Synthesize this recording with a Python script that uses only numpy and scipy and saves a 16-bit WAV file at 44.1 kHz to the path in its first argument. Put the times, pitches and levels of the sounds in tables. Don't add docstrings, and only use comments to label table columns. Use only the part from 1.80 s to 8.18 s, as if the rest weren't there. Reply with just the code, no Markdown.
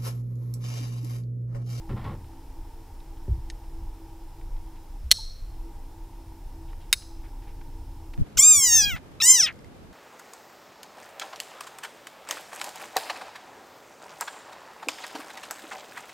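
import sys
import numpy as np
from scipy import signal
from scipy.fft import rfft, irfft, next_fast_len
from scipy.io import wavfile

SR = 44100
rng = np.random.default_rng(int(sys.argv[2]) if len(sys.argv) > 2 else 0)


def ratio(d):
    e = np.asarray(d, float) / 20
    return 10 ** e


def persist_wave(psi):
    counts = np.round(np.clip(psi, -1, 1) * 32767).astype(np.int16)
    wavfile.write(sys.argv[1], SR, np.atleast_2d(counts).T)


N = 281269

# start in seconds, peak in dB, contact high-pass in Hz, contact low-pass in Hz, #
GATE_BLOWS = [
    (1.7001, -32, 3000, 6800, 1),
    (3.3087, -19.5, 1500, 9123, 0),
    (3.3138, 5.5, 600, 14650, 0),
    (5.128, -1, 1000, 16900, 1),
]
# frequency in Hz, width in Hz, level in dB empty, level in dB roped.
HOOK_MODES = [(800, 720, -26.5, -21.5), (1600, 300, -21.5, -6), (2080, 270, -16.5, -3.5),
              (2604, 270, -21, -4.5), (3096, 200, -3, -9), (3670, 200, -10, -8.5), (3690, 70, -5.5, 5),
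              (4233, 177, 4, -3), (4384, 150, 2, -7), (4800, 400, -17.5, -2), (4820, 200, -12.5, -7),
              (5300, 110, -5, -14.5), (5690, 300, -6.5, -21), (6315, 370, -11, -8.5),
              (6890, 400, -18, -12.5), (7760, 75, -3, 0.5), (8200, 360, -22.5, -9), (9365, 160, -6.5, 1.5),
              (10250, 86, -11.5, 1), (12210, 350, -28, -24), (13670, 300, -20.5, -9),
              (15450, 210, -26, -17)]
# frequency in Hz, dB empty, dB roped.
SIDEWAYS_RADIATION = [(1600, -8, 2), (3103, -12.5, -2.5), (4250, -1.5, -1), (4800, -6, 6), (6500, 0, 5),
                      (8000, -4.5, 3), (9306, -2.5, 3), (14000, -3.5, -6.5)]
# delay in seconds, level in dB.
HARD_ECHOES = [
    (.0064, -9),
    (0.0104, -24),
]
# band centre in Hz, 60 dB decay time in seconds, level in dB.
TREE_BANDS = [(1500, .35, -37.5), (3000, .6, -42), (4364, 0.622, -34), (5700, 0.61, -31.5),
              (7300, .42, -34), (9294, .42, -33), (13000, .33, -31)]
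# start in seconds, hold in seconds, panel boom in dB, scratch in dB.
STROKES = [
    (0.085, 0.019, -27.5, -46),
    (0.159, 0.091, -41, -47.5),
    (0.238, 0.079, -33, -50),
]
# frequency in Hz, width in Hz, level in dB.
PANEL_MODES = [(85, 13.5, 4.5), (124.5, 21.3, 1.5), (207, 24.4, -3.5), (355, 170, -19), (558, 49, -19)]
# frequency in Hz, width in Hz (before broadening), level in dB.
SCRATCH_MODES = [(766, 81, 4.5), (1095, 42, 8), (1365, 18, 3.5), (1800, 16, 2), (1900, 31, -3),
                 (2330, 26, -14), (3290, 53, -38), (3800, 280, -37), (4440, 37, -21), (4880, 100, -36)]
# start in seconds, peak in
# dB, pitch in Hz, 60 dB decay time in seconds.
KNOCKS = [(1.478, -33, 380, 0.093), (1.478, -44, 556, 0.077), (1.479, -27, 212, 0.037),
          (1.49, -28.5, 138, 0.23), (0.26, -35.5, 1097, 0.15), (5.879, -35.5, 125, 0.095),
          (1.483, -19, 97, .15), (1.494, -15.5, 60, 0.28), (1.573, -23.5, 110, 0.083),
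          (3.238, -22.5, 65, 0.22), (3.386, -41, 890, 0.085), (1.7006, -39.5, 1820, 0.032)]
# start in seconds, peak in dB, centre in Hz, length in seconds.
TOUCHES = [(0.01, -63, 1290, 0.012), (0.24, -57, 3300, 0.013), (0.442, -61, 2200, 0.0069),
           (1.203, -58, 3800, 0.0044), (0.533, -54, 900, 0.0042), (1.477, -54, 660, 0.0046),
           (1.371, -60, 2500, 0.0033), (1.6994, -44, 4000, 0.0063), (0.097, -55, 1500, 0.014),
           (1.838, -62, 1800, .01), (2.298, -61, 2800, 0.0038), (2.611, -57.5, 2200, .006),
           (2.765, -59.5, 3200, 0.0043), (2.952, -64, 2510, .03), (3.527, -72, 2520, 0.011),
           (4.875, -64, 2806, 0.049), (4.93, -53, 1600, 0.0049), (4.998, -62, 3000, 0.045),
           (5.219, -56.5, 2300, 0.0097), (5.428, -60, 2000, 0.05), (5.616, -63.5, 2500, 0.036),
           (5.664, -61.5, 2490, 0.049), (5.812, -53.5, 1890, 0.0059), (6.335, -49, 2750, 0.0077)]
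# middle in seconds, length in seconds, rumble in dB, buffet in dB.
GUSTS = [(0.087, 0.23, -44, -70), (0.44, 0.16, -65, -46), (1.526, 0.048, -56, -29.5),
         (1.652, 0.38, -39, -71), (2.025, 0.16, -31, -73), (2.756, 0.22, -35, -81),
         (3.257, 0.26, -43, -70.5), (3.7, 0.38, -41.5, -62), (5.557, .3, -44.5, -64),
         (4.796, .8, -55.5, -56), (6.1, 0.68, -70, -56)]
# multiple of the drum rate, width in Hz, level in dB.
DRIVE_TONES = [(8.98, 3.7, -5), (10.95, 3.83, 3.5), (13.06, 2.6, -10), (14.98, 1.8, -7), (27.1, 2.96, -10)]
# frequency in Hz, width in Hz, level in dB.
GEAR_MODES = [(807.7, 96.5, -4), (900, 77, 0.5), (961, 54, -0.5)]
# start in seconds, hold in seconds, loss in dB.
STALLS = [
    (3.172, 0.37, 21.5),
    (5.083, 0.05, 8.5),
]
# frequency in Hz, density in dB per Hz.
HISS_SPECTRUM = [(100, -78), (200, -86.5), (400, -89), (650, -92.5), (1100, -95), (1600, -100),
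                 (3000, -103), (4600, -105), (5300, -100), (6000, -106), (10000, -107), (16000, -107)]
# frequency in Hz, density in dB per Hz.
UNEVEN_SPECTRUM = [(30, -110), (200, -110), (700, -109.5), (2000, -112), (5000, -111), (15000, -108)]


def gate(toward_trees, crack_db):
    rope_damping, scatter_blur = 1.4, (1.8, 1.8)
    hz, width_hz, *level_db = np.transpose(HOOK_MODES)
    side_hz, *side_db = np.transpose(SIDEWAYS_RADIATION)
    out = np.zeros(N)
    t = np.arange(SR // 10) / SR
    for start_s, peak_db, lo_hz, hi_hz, roped in GATE_BLOWS:
        chatter_fade_s = [0.0022, 0.004][roped]
        chatter = rng.standard_normal(len(t)) * np.exp(-t / chatter_fade_s)
        strike = (t == 0) + ratio([-25, -24][roped]) * chatter
        turned_db = np.interp(np.log(hz), np.log(side_hz), side_db[roped])
        sent_db = level_db[roped] + toward_trees * turned_db
        damped_hz = width_hz * rope_damping ** roped * scatter_blur[roped] ** toward_trees
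        ring = resonate(band(strike, lo_hz, hi_hz), zip(hz, damped_hz, sent_db))
        crack = band(rng.standard_normal(len(t)) * np.exp(-t / 0.0027), lo_hz, hi_hz)
        add(out, start_s, ratio(peak_db) * (ring / np.abs(ring).max() + ratio(crack_db) * crack))
    return out


def nearby(x):
    t = np.arange(SR // 20) / SR
    gravel = rng.standard_normal(len(t)) * np.exp(-t / 0.0054)
    reply = (t == 0) + ratio(-36.5) * gravel
    for delay_s, level_db in HARD_ECHOES:
        add(reply, delay_s, ratio([level_db]))
    return signal.fftconvolve(x, reply)[:N]


def trees(x):
    reach = 1.18
    t = np.arange(int(0.8 * SR)) / SR
    tail = 0
    for hz, t60_s, level_db in TREE_BANDS:
        scatter = rms_one(band(rng.standard_normal(len(t)), hz / reach, hz * reach))
        tail = tail + scatter * ratio(level_db - 60 * t / t60_s)
    swell = 1 - np.exp(-(t / 0.028) ** 2)
    return signal.fftconvolve(x, ratio(-28.5) * tail * swell)[:N]


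def bonnet():
    bite_s, boom_swell_s, boom_fade_s, scratch_fade_s = 0.013, 0.027, 0.033, 0.024
    boom = sum(ratio(db) * envelope(s, boom_swell_s, hold, boom_fade_s) for s, hold, db, _ in STROKES)
    scratch = sum(ratio(db) * envelope(s, bite_s, hold, scratch_fade_s) for s, hold, _, db in STROKES)

    slip_now = rng.random(N) < 4000 / SR
    slips = slip_now * rng.standard_normal(N) * ratio(1.9 * rng.exponential(1, N))
    broadened = [(hz, 4.1 * width_hz, db) for hz, width_hz, db in SCRATCH_MODES]
    rough = resonate(slips, broadened) + 0.25 * band(band(slips, 440, 4000), 270, 4400)
    out = boom * rms_one(resonate(slips, PANEL_MODES)) + scratch * ratio(0.5) * rms_one(rough)

    t = np.arange(SR // 2) / SR
    for start_s, peak_db, hz, t60_s in KNOCKS:
        onset = 1 - np.exp(-t * hz * 1.6)
        add(out, start_s, ratio(peak_db - 60 * t / t60_s) * np.sin(2 * np.pi * hz * t) * onset)
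    return out


def handling():
    out = np.zeros(N)
    t = np.arange(SR // 5) / SR
    for start_s, peak_db, hz, length_s in TOUCHES:
        burst = rms_one(band(rng.standard_normal(len(t)), hz / 2.05, hz * 1.32))
        shape = np.minimum(t / (0.28 * length_s), 1) * np.exp(-(t / length_s) ** 2)
        add(out, start_s, ratio(peak_db + 3) * burst * shape)
    return out


def wind():
    calm_rumble_db, calm_buffet_db = -41, -51.5
    middle_s, length_s, *gust_db = np.transpose(GUSTS)
    t = np.arange(N)[:, None] / SR
    swells = np.exp(-((t - middle_s) / (length_s / 2)) ** 2)
    rumble, buffet = ratio([[calm_rumble_db], [calm_buffet_db]]) + ratio(gust_db) @ swells.T
    noise = rng.standard_normal((2, N + SR))
    deep = rms_one(band(noise[0], 18, 37)[SR:])
    light = rms_one(band(band(noise[1], 53.7, 150), 45.4, 96)[SR:])
    return rumble * deep + buffet * light


def drive():
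    drum_hz, tone_db, gear_db = 29.96, -58.5, -60
    slowing_s, recovery_s = 0.066, 0.036
    loss_db = sum(db * envelope(s, slowing_s, hold, recovery_s) for s, hold, db in STALLS)
    noise = rng.standard_normal((2, N + SR))
    tones = resonate(noise[0], np.array(DRIVE_TONES) * [drum_hz, 1, 1])
    gears = band(resonate(noise[1], GEAR_MODES), 520, 1020)
    steady_tones = ratio(4) * ratio(tone_db - loss_db) * rms_one(tones[SR:])
    return steady_tones + ratio(1.5) * ratio(gear_db - loss_db) * rms_one(gears[SR:])


def hiss(spectrum):
    size = next_fast_len(N)
    hz, db = np.transpose(spectrum)
    bin_hz = np.fft.rfftfreq(size, 1 / SR)
    gain = ratio(np.interp(np.log(bin_hz + 1), np.log(hz), db))
    return np.sqrt(SR / 2) * irfft(rfft(rng.standard_normal(size)) * gain, size)[:N]


def resonate(x, modes):
    out = 0
    for k, (hz, width_hz, level_db) in enumerate(modes):
        r = np.exp(-np.pi * max(width_hz, 1) / SR)
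        poles = [1, -2 * r * np.cos(2 * np.pi * hz / SR), r * r]
        mode = (1 - r) * signal.lfilter([1, 0, -1], poles, x + 1e-18)
        out = out + (-1) ** k * ratio(level_db) * mode
    return out


def band(x, lo_hz, hi_hz):
    sos = signal.butter(2, [lo_hz, min(hi_hz, 0.45 * SR)], "band", fs=SR, output="sos")
    return signal.sosfilt(sos, x)


def envelope(start_s, attack_s, hold_s, fade_s):
    t = np.arange(N) / SR - start_s
    return np.clip(t / attack_s, 0, 1) * np.exp(-np.maximum(t - attack_s - hold_s, 0) / fade_s)


def rms_one(x):
    return x / np.sqrt(np.mean(x ** 2) + 1e-30)


def add(track, start_s, sound):
    i = round(start_s * SR)
    track[i:i + len(sound)] += sound[:N - i]


def scene():
    steel = nearby(gate(False, crack_db=-12.5)) + trees(gate(True, crack_db=-16))
    mono = steel + bonnet() + handling() + wind() + drive() + hiss(HISS_SPECTRUM)
    return mono + hiss(UNEVEN_SPECTRUM) * [[1], [-1]]


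def top_cut(x):
    return signal.sosfilt(signal.butter(12, 15750, fs=SR, output="sos"), x)


def record(dry):
    cutoff_hz = 15600
    overloaded = np.clip(dry, -0.99, 0.99)
    low_pass = signal.cheby2(14, 50, cutoff_hz * 1.04, fs=SR, output="sos")
    mix = signal.sosfilt(low_pass, overloaded)
    return top_cut(mix)


dry = scene()
out = record(dry)
persist_wave(out)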